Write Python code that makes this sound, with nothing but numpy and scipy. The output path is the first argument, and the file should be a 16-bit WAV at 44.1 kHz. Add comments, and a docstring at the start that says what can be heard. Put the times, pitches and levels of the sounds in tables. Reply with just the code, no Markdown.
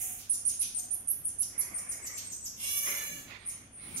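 """Baby marmosets cling to plush toys in a small, hard-walled room, close to the microphone.
First a hoarse cry of air dies away, then chirps made of gliding tones arch and dive one after another.
Plush, made of shaped noise, rustles in the middle, and thin wavering tones whistle near the last of the run.
A screech of throat pulses and air follows; two late chirps, more whistles and rustles come after.
A faint mains hum, hiss and room rumble run throughout; a faint hollow tone comes and goes early on."""
import sys
import numpy as np
from scipy import signal
from scipy.fft import rfft, irfft, next_fast_len
from scipy.io import wavfile
from scipy.ndimage import uniform_filter1d, map_coordinates

SR = 44100
rng = np.random.default_rng(int(sys.argv[2]) if len(sys.argv) > 2 else 0)


def put_to_file(sound):
    """Save the sound as 16-bit audio at rate SR, in the file named by the first command-line argument."""
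    columns = np.atleast_2d(sound).T  # one column per channel
    safe = np.clip(columns, -1, 1)
    whole_steps = np.round(safe * 32767)
    wavfile.write(sys.argv[1], SR, whole_steps.astype(np.int16))


N = 176400  # samples, 4 seconds
TOP_HZ = 15750  # nothing is kept above this


def amp(db):
    """Turn decibels into a gain."""
    return 10 ** (np.asarray(db) / 20)


def unit(x):
    """Scale x to an average strength (rms) of 1."""
    return x / np.sqrt(np.mean(x ** 2) + 1e-20)


def along(points, hz):
    """Read a curve of (Hz, value) points on a logarithmic frequency axis."""
    point_hz, values = np.transpose(points)
    return np.interp(np.log(hz + 1), np.log(point_hz + 1), values)


def clock():
    """Time of each sample in seconds."""
    return np.arange(N) / SR


def curves(rows):
    """Join rows into one smooth-running curve for each column after the time."""
    times, *columns = np.transpose(rows)
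    return [np.interp(clock(), times, column) for column in columns]


def wobble(rate, size=N):
    """A smooth random curve through `rate` random points a second."""
    knots = rng.standard_normal(size // 4 + 8)
    return map_coordinates(knots, [np.arange(size) * rate / SR], mode="wrap")


def filtered(x, response):
    """Multiply the spectrum of x by a response that depends on frequency."""
    size = x.shape[-1]
    padded = next_fast_len(size + 8192)
    spectrum = rfft(x, padded) * response(np.fft.rfftfreq(padded, 1 / SR))
    return irfft(spectrum, padded)[..., :size]


def coloured(x, spectrum):
    """Shape x by (Hz, dB) points and bring it to rms 1."""
    return unit(filtered(x, lambda hz: amp(along(spectrum, hz))))


def pan(db):
    """Left and right gains; a positive difference is louder on the left."""
    return amp(np.array([[db], [-db]]) / 2)


def rush(spectrum):
    """Stereo noise at rms 1, alike on both sides in the bass and nearly unrelated in the treble."""
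    # How alike left and right are. Each row: frequency in Hz, likeness from 0 to 1.
    likeness = [(60, 0.9), (250, 0.92), (600, 0.54), (1500, 0), (8000, 0.056)]

    def mid_and_side(hz):
        turn = np.arccos(np.clip(along(likeness, hz), -1, 1)) / 2
        return amp(along(spectrum, hz)) * [np.cos(turn), np.sin(turn)]

    mid, side = filtered(rng.standard_normal((2, N)), mid_and_side)
    return unit(np.array([mid + side, mid - side]))


def swells(rows):
    """Add up loudness shapes that rise, hold and fall, each with slightly rounded slopes."""
    total = 0
    for start, attack, hold, release, db in rows:
        corners = np.cumsum([start, attack, hold, release])
        total = total + amp(db) * np.interp(clock(), corners, [0, 1, 1, 0]) ** 0.77
    return total


def add(out, start_s, x):
    """Mix x into out from a start time."""
    part = out[:, max(round(start_s * SR), 0):][:, :x.shape[1]]
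    part += x[:, :part.shape[1]]


def patchy(x, depth_db):
    """Give x random swells about 200 Hz wide and a tenth of a second long, then bring it to rms 1."""
    z = signal.stft(x, nperseg=1024)[2]
    field = rng.standard_normal(z.shape[1:])
    field = uniform_filter1d(field, size=5, axis=0)  # across frequency
    field = uniform_filter1d(field, size=8, axis=1)  # across time
    return unit(signal.istft(z * amp(depth_db * unit(field)), nperseg=1024)[1][:, :N])


def at_ports(x):
    """The straight path to two microphone ports, reaching the right one a little later."""
    # Tone of the straight path. Each row: frequency in Hz, gain in dB.
    direct = [(3000, -6.5), (6300, -15), (8500, -7.5), (11000, -4), (13000, -15), (15000, -7)]
    lag_s = 0.000157

    def path(hz):
        shift = np.exp(1j * np.pi * np.outer([1, -1], hz) * lag_s)  # half the lag each way
        return amp(along(direct, hz)) * shift

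    return filtered(x, path)


def in_room(x, room_db, pan_db):
    """Straight sound plus strong near walls and a dying tail, drawn anew for each call."""
    # How long echoes last. Each row: frequency in Hz, time to fall by 60 dB in seconds.
    decay = [(300, 1), (3000, 0.65), (6500, 0.6), (10000, 0.4), (15000, 0.33)]
    # Tone of the walls. Each row: frequency in Hz, gain in dB.
    wall_tone = [(2000, 0.5), (4200, 4), (6300, 8), (8000, -5), (9500, 2), (12500, 1.5), (15000, -4.5)]
    # Side the echoes lean to. Each row: frequency in Hz, left minus right in dB.
    wall_lean = [(600, -6), (2400, -7), (4400, -1), (6300, 0), (9500, -2.5), (13000, -7.5)]
    early_db, early_s, first_wall_s = 6, 0.0099, 0.0014  # early boost, its fading time, first echo
    hz, t, z = signal.stft(rng.standard_normal((2, SR // 2)), SR, nperseg=256)
    fading = amp(-60 * t / along(decay, hz)[:, None])
    tail = signal.istft(z * fading, SR, nperseg=256)[1]
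    t = np.arange(tail.shape[1]) / SR
    tail = tail * amp(early_db * np.exp(-t / early_s)) * np.clip(t / first_wall_s - 1, 0, 1)
    walls = lambda hz: amp(along(wall_tone, hz) + np.outer([.5, -.5], along(wall_lean, hz)))
    tail = filtered(tail / np.linalg.norm(tail[0]), walls)
    out = signal.fftconvolve(x[None], tail, axes=1) * amp(room_db)
    out[:, :len(x)] += at_ports(x) * pan(pan_db)
    return out


def chirps():
    """Each chirp holds a note, arches up and dives; the voice grows unsteady and breathy as it falls."""
    # Each row: start in seconds, attack, time to the crest, rise time and dive time in seconds,
    # start, crest and end pitch in Hz, level before mouth and room in dB, change of level by the
    # dive's end in dB, roughness from 0 to 1, room gain in dB, left minus right in dB.
    calls = [ (0.294, 0.005, 0.026, .014, 0.032, 9420, 10020, 5710, -23.5, -17.5, 0.13, -3, -14.5),
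             (.450, 0.0034, .028, 0.023, 0.02, 8890, 10010, 5120, -24.5, -14, 0.05, -0.5, -17.5),
             (.591, 0.0052, 0.022, 0.019, .017, 8820, 10610, 5330, -24.5, -13, 0.3, -2, -10),
             (.746, 0.0022, 0.029, .014, 0.019, 8860, 9070, 5870, -27.5, -13.5, 0, -1, 12.5),
             (0.905, 0.0059, 0.039, 0.012, 0.011, 9195, 10010, 7100, -27.5, -27, 0.25, -5, -17),
             (1.072, .003, 0.045, 0.04, 0.0088, 9000, 10920, 7800, -28.5, -21, 0, -3.5, -13.5),
             (1.238, 0.024, 0.041, 0.055, 0.012, 7970, 9810, 6230, -29, -14.5, .15, -3, 16.5),
             (1.384, 0.0038, .025, 0.029, .023, 8570, 10610, 4655, -26.5, -5.5, 0.3, -5.5, -9.5),
             (1.578, 0.0018, 0.018, 0.015, 0.019, 9630, 10690, 5696, -27, -7, 0.5, -3, -8.5),
             (1.739, 0.0051, 0.031, 0.017, 0.017, 8890, 9720, 5650, -34.5, -13.5, 0.2, 4, 17.5),
             (1.886, 0.0057, 0.017, 0.024, 0.02, 8500, 9630, 5325, -32, -11, 0.25, 2, 17.5),
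             (2.017, 0.022, 0.022, 0.0085, .036, 7950, 8050, 5100, -38.5, -7.5, 0.23, 5.5, 24),
             (2.140, 0.021, .016, 0.015, .036, 7450, 7590, 5140, -33.5, -10, 0, -2, 21),
             (2.300, 0.0046, 0.0026, 0.03, 0.032, 7350, 7260, 5190, -34.5, -11.5, 0, 0, -5),
             (2.411, 0.017, 0.019, 0.016, 0.038, 7770, 7910, 4930, -38.5, -6.5, 0, 4.5, 11),
             (3.447, .012, .035, 0.0144, .019, 9480, 9750, 5730, -40, -13, 0.06, 7.5, -12),
             (3.936, 0.0091, .019, 0.023, 0.024, 9620, 9530, 5620, -36.5, -4, 0.27, 5.5, 8)]
    # Tone of the breath. Each row: frequency in Hz, gain in dB.
    breath = [(1500, 12), (2600, 0), (4200, 11.5), (6200, 22.5), (8000, 20.5), (10500, 10.5), (12500, 21),
              (14500, -64)]
    # Tone of the mouth. Each row: frequency in Hz, gain in dB.
    mouth = [(1500, -19.5), (3000, -11), (12000, -1.5), (13200, -1), (14500, -34), (15700, -20)]
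    lead_db, lead_per_khz_db = 1.5, 0.5  # the lead-in is lifted, the more so the lower it starts
    overtone_db, hiss_db, hiss_grows_db = -2.5, -26.5, 32.5  # overtone and hiss grow in the dive
    flutter_hz, flutter_uneven, flutter_depth = 850, .3, 1.3  # depth in radians at roughness 1
    dive_bend, release_s = 1.6, 0.0022  # curve of the dive, closing edge
    waver, dive_waver, dive_shake_db = .003, .017, 3  # wavers as a share of the pitch
    out, t = np.zeros((2, N)), np.arange(SR // 10) / SR
    size = len(t)
    for (start, attack_s, crest_s, rise_s, dive_s, start_hz, crest_hz, end_hz,
         db, dive_db, rough, room_db, pan_db) in calls:
        arch = np.sin(np.pi / 2 * np.clip((t - crest_s) / rise_s + 1, 0, 1)) ** 2
        dive = np.clip((t - crest_s) / dive_s, 0, 1) ** dive_bend
        hz = start_hz + (crest_hz - start_hz) * arch + (end_hz - crest_hz) * dive
        hz = hz * (1 + (waver + dive_waver * dive) * wobble(900, size=size))
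        uneven_hz = flutter_hz * (1 + flutter_uneven * wobble(907, size=size))
        flutter = np.sin(2 * np.pi * np.cumsum(uneven_hz) / SR)
        flutter = rough * flutter_depth * np.sqrt(arch) * (1 - dive) * flutter
        phase = 2 * np.pi * np.cumsum(hz) / SR + flutter
        below_top = np.clip((TOP_HZ - 2 * hz) / 2500, 0, 1)  # fades the overtone near the limit
        overtone = amp(overtone_db) * np.sin(2 * phase) * below_top
        voice = np.sin(phase) + dive * overtone
        hiss = coloured(rng.standard_normal(size), breath)
        hiss = amp(hiss_db + hiss_grows_db * np.sqrt(dive)) * hiss
        edges = np.clip(np.minimum(t / attack_s, (crest_s + dive_s - t) / release_s), 0, 1)
        lift_db = lead_db + lead_per_khz_db * (crest_hz - start_hz) / 1000
        change_db = dive * (dive_db + dive_shake_db * wobble(595, size=size))
        level = amp(db + lift_db * (1 - arch) + change_db) * edges
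        call = filtered(level * (np.sqrt(2) * voice + hiss), lambda hz: amp(along(mouth, hz)))
        add(out, start, in_room(call, room_db, pan_db))
    return out


def shrills():
    """A second, unsteady voice, one wavering tone, breaks in above some of the early chirps."""
    # Each row: start in seconds, length in seconds, start and end pitch in Hz, level before room in dB.
    notes = [(.611, 0.022, 11000, 11100, -27.5), (.931, 0.025, 11000, 11700, -30.5),
             (1.081, 0.013, 10500, 11200, -26.5), (1.100, 0.022, 11650, 11750, -21.5),
             (1.250, 0.0098, 10800, 10640, -27.5), (1.266, 0.028, 10700, 10870, -33),
             (1.400, 0.025, 10900, 10720, -25.5), (1.591, 0.023, 11200, 11270, -25)]
    waver, rate_hz, shake_db, edge_s = .032, 900, 3, .003  # waver as a share of the pitch
    out, t = np.zeros((2, N)), np.arange(SR // 20) / SR
    for start, length, start_hz, end_hz, db in notes:
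        hz = np.interp(t, [0, length], [start_hz, end_hz])
        hz = hz * (1 + waver * np.tanh(wobble(rate_hz, size=len(t))))
        edges = np.clip(np.minimum(t, length - t) / edge_s, 0, 1)
        level = amp(db + shake_db * wobble(rate_hz, size=len(t))) * edges
        note = level * np.sin(2 * np.pi * np.cumsum(hz) / SR)
        add(out, start, in_room(note, room_db=-9, pan_db=-11.5))
    return out


def rasps():
    """The cry and some chirps break into short hoarse bursts of shaped noise."""
    # Each row: start in seconds, attack, hold and release in seconds, level before room in dB.
    bursts = [(.175, 0.011, 0.033, 0.056, -57.5), (.475, 0.017, 0.016, 0.039, -54),
              (.605, 0.0054, 0.018, 0.035, -45), (1.41, 0.011, 0.0054, 0.015, -56),
              (2.055, 0.0068, 0.0037, 0.0082, -55), (2.165, 0.0046, 0.016, 0.023, -48.5),
              (2.44, 0.0088, 0.015, 0.017, -62), (3.962, 0.0051, 0.017, .02, -51.5)]
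    # Tone of the bursts. Each row: frequency in Hz, gain in dB.
    burst_tone = [(1700, -18), (2400, -2), (3300, 1), (4500, 0.5), (6200, 2), (8000, -7.5), (14000, -9)]
    air = swells(bursts) * coloured(rng.standard_normal(N), burst_tone)
    return in_room(air, room_db=0.5, pan_db=1)[:, :N]


def whistles():
    """Thin wavering notes that bend through a middle pitch, heard mostly by way of the walls."""
    # Each row: start in seconds, length in seconds, start, middle and end pitch in Hz,
    # level before room in dB, roughness where 1 is the full waver.
    notes = [(2.098, 0.1, 8000, 8490, 8070, -46, 0.1), (2.217, 0.17, 8510, 8200, 8000, -44, 0.23),
             (3.378, 0.075, 8480, 8600, 8600, -57.5, 0.4), (3.708, 0.14, 9680, 9350, 9300, -54, 1.1),
             (3.727, 0.22, 8580, 9020, 8700, -56.5, 0.57), (3.79, .11, 9300, 9770, 9570, -55.5, 1.15)]
    waver, rate_hz, edge_s, flutter = .011, 220, .02, .55  # share of pitch, Hz, seconds, radians
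    out, t = np.zeros((2, N)), np.arange(SR // 3) / SR
    for start, length, start_hz, middle_hz, end_hz, db, rough in notes:
        u = np.clip(2 * t / length - 1, -1, 1)  # -1 at the start, 0 in the middle, 1 at the end
        hz = middle_hz + (np.where(u < 0, start_hz, end_hz) - middle_hz) * u ** 2
        hz = hz * (1 + rough * waver * wobble(rate_hz, size=len(t)))
        edges = np.clip(np.minimum(t, length - t) / edge_s, 0, 1)
        phase = 2 * np.pi * np.cumsum(hz) / SR + rough * flutter * wobble(990, size=len(t))
        add(out, start, in_room(amp(db) * edges * np.sin(phase), room_db=7.0, pan_db=11))
    return out


def buzz(pitch, air_share):
    """Uneven throat pulses mixed with air that swells once a cycle."""
    jitter, scatter_s, pulse_db = .0035, .000008, 1.4  # share of pitch, timing scatter, level scatter
    cycles = np.cumsum(pitch * (1 + jitter * wobble(90))) / SR + scatter_s * pitch * wobble(600)
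    harmonics = sum(np.cos(2 * np.pi * k * cycles) for k in np.arange(1, 28))
    pulses = unit(harmonics * amp(pulse_db * wobble(500)))
    air = unit(rng.standard_normal(N) * (1 + 0.67 * np.cos(2 * np.pi * cycles)))
    share = np.clip(air_share, 0, 1)
    return np.sqrt(1 - share) * pulses + np.sqrt(share) * air


def screech():
    """A harsh buzz that clears from air into a pitch while the throat opens, then tires."""
    # Each row: time in seconds, pitch in Hz, level before room in dB.
    course = [(2.56, 537, -52.5), (2.605, 528.7, -36.5), (2.635, 558, -35), (2.70, 570.7, -33.5),
              (2.75, 574, -33.5), (2.83, 578.2, -33), (2.89, 579.8, -35.5), (2.97, 585.2, -37),
              (3.05, 576.4, -40), (3.09, 581, -43), (3.14, 564.3, -43.5), (3.185, 581, -42.5),
              (3.23, 568, -56), (3.29, 554, -79)]
    # Each row: time in seconds, share of air from 0 to 1.
    breathiness = [(2.6, .85), (2.65, .65), (2.70, .08), (2.83, .08), (2.9, .02), (3.06, .02), (3.14, .2),
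                   (3.19, .7)]
    # Tone of the throat at the start, at full effort and as it tires.
    # Each row: frequency in Hz, gain in dB.
    throat_tight = [(600, -29), (1700, -24.5), (2300, -6), (3400, -6.5), (4200, -15.5), (5800, -10.5),
                    (8000, -8), (9200, 3.5), (10500, -10.5), (12400, -5), (14400, -31)]
    throat_open = [(530, -39), (1150, -12.5), (1600, -18.5), (2300, -8), (3450, -18), (4300, -23),
                   (5200, -10), (6100, -2), (7600, -10), (9800, 2), (11000, 5), (12700, 1.5), (14400, -9)]
    throat_late = [(290, -44), (570, -14), (1150, -16), (1730, -6.5), (2300, 0), (2900, -8.5),
                   (4400, -11.5), (5300, -22.5), (6600, 2.5), (7800, -0.5), (10500, -6.5), (13300, -0.5),
                   (15500, -4)]
    # When the throat opens and when it tires: start and end in seconds.
    opening_s = (2.64, 2.743)
    tiring_s = (2.726, 3.1)
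    pitch, db = curves(course)
    air_share, = curves(breathiness)
    source = patchy(buzz(pitch, air_share)[None], depth_db=2.5)[0]
    opened = np.interp(clock(), opening_s, [0, 1])
    tired = np.interp(clock(), tiring_s, [0, 1])
    fresh = (1 - opened) * coloured(source, throat_tight) + opened * coloured(source, throat_open)
    voice = (1 - tired) * fresh + tired * coloured(source, throat_late)
    sounding = (clock() > course[0][0]) & (clock() < course[-1][0])
    return in_room(voice * sounding * amp(db + 1.95 * wobble(70)), room_db=-2, pan_db=0)[:, :N]


def hoarse_cry():
    """The end of a screech that is nearly all air, pulsing at 590 Hz."""
    # Each row: time in seconds, level before room in dB.
    fading = [(0, -36.5), (.1, -47.5), (.135, -49), (.165, -53), (.2, -53), (.24, -80), (.29, -100)]
    # Tone of the cry. Each row: frequency in Hz, gain in dB.
    cry_tone = [(880, -42.5), (1500, -32.5), (2440, -20.5), (3580, -32.5), (4500, -43), (5500, -30.5),
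                (6750, -12.5), (7900, -11.5), (9300, -4.5), (11000, -12.5), (12400, -9), (15500, -14.5)]
    db, = curves(fading)
    voice = coloured(buzz(np.full(N, 590), air_share=0.99), cry_tone)
    return in_room(voice * amp(db + 1.0 * wobble(96)), room_db=6.0, pan_db=-24)[:, :N]


def fabric():
    """Plush rubs and gives softly as the animals shift: patchy noise, and soft bumps of the bedding."""
    # Each row: start in seconds, attack, hold and release in seconds,
    # level before panning and dulling in dB, upper edge in Hz.
    rustles = [(1.484, 0.15, 0.45, 0.27, -52.5, 2400), (2.852, 0.024, 0.024, 0.24, -43.5, 3480),
               (3.264, 0.045, 0.011, 0.063, -47.5, 4830), (3.328, 0.052, 0.03, 0.3, -55.5, 4550),
               (3.768, 0.086, 0.29, 0.056, -56, 5300)]
    # Tone of the plush. Each row: frequency in Hz, gain in dB.
    plush = [(150, -8), (450, -2.5), (800, -4.5), (1200, 0.5), (1600, -3.5), (2200, 9), (2800, -3.5),
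             (4000, -3), (6500, -7), (15000, -60)]
    # Each row: start in seconds, attack, hold and release in seconds, level in dB.
    bumps = [(1.19, 0.01, .01, 0.038, -59), (3.08, 0.036, 0.074, 0.19, -53), (3.8, 0.13, 0.052, 0.073, -49)]
    # Tone of the bedding. Each row: frequency in Hz, gain in dB.
    bedding = [(40, -15), (120, -1), (280, -5), (450, -19.5), (1500, -26)]
    nap = amp(0.91 * wobble(60)) * patchy(rush(plush), depth_db=2.5) * pan(db=-11)
    rub = np.zeros((2, N))
    for *shape, top_hz in rustles:
        rub += filtered(swells([shape]) * nap, lambda hz: 1 / np.sqrt(1 + (hz / top_hz) ** 10))
    return rub + swells(bumps) * rush(bedding)


def room_tone():
    """Rumble and hiss of shaped noise, a steady mains hum and a faint hollow tone of narrow noise."""
    # Tone of the rumble, the hiss and the hollow tone. Each row: frequency in Hz, gain in dB.
    rumble_tone = [(15, -49), (25, -3.5), (44, 0.5), (70, 2.5), (92, -4.5), (125, -3), (253, -1.5),
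                   (338, -9.5), (425, -10), (616, -11.5), (758, -10.5), (858, -15.5), (1530, -14.5),
                   (3500, -18.5), (4550, -84), (7700, -120)]
    hiss_tone = [(1500, -45), (3500, 1), (6000, 1), (11000, 3), (15000, -33)]
    hollow_tone = [(600, -34), (730, 11), (790, 3), (950, -46)]
    # The hollow tone. Each row: start in seconds, attack, hold and release in seconds, level in dB.
    hollow_times = [(-.05, 0.074, 0.1, 0.15, -62), (.77, 0.023, 0.13, 0.2, -66.5)]
    rumble_db, hiss_db, hum_hz, hum_db = -59, -70, 100.2, -66
    hum = amp(hum_db + wobble(1.67)) * np.sqrt(2) * np.sin(2 * np.pi * hum_hz * clock())
    hollow = swells(hollow_times) * rush(hollow_tone)
    rumble = amp(rumble_db + 0.26 * wobble(7.13)) * rush(rumble_tone)
    return rumble + amp(hiss_db) * rush(hiss_tone) + hum + hollow


def scene():
    """All sources together."""
    calls = chirps() + shrills() + rasps() + whistles() + screech() + hoarse_cry()
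    return calls + fabric() + room_tone()


def record(dry):
    """The recorder keeps nothing above its band limit."""
    return filtered(dry, lambda hz: hz < TOP_HZ)


dry = scene()
out = record(dry)
put_to_file(out)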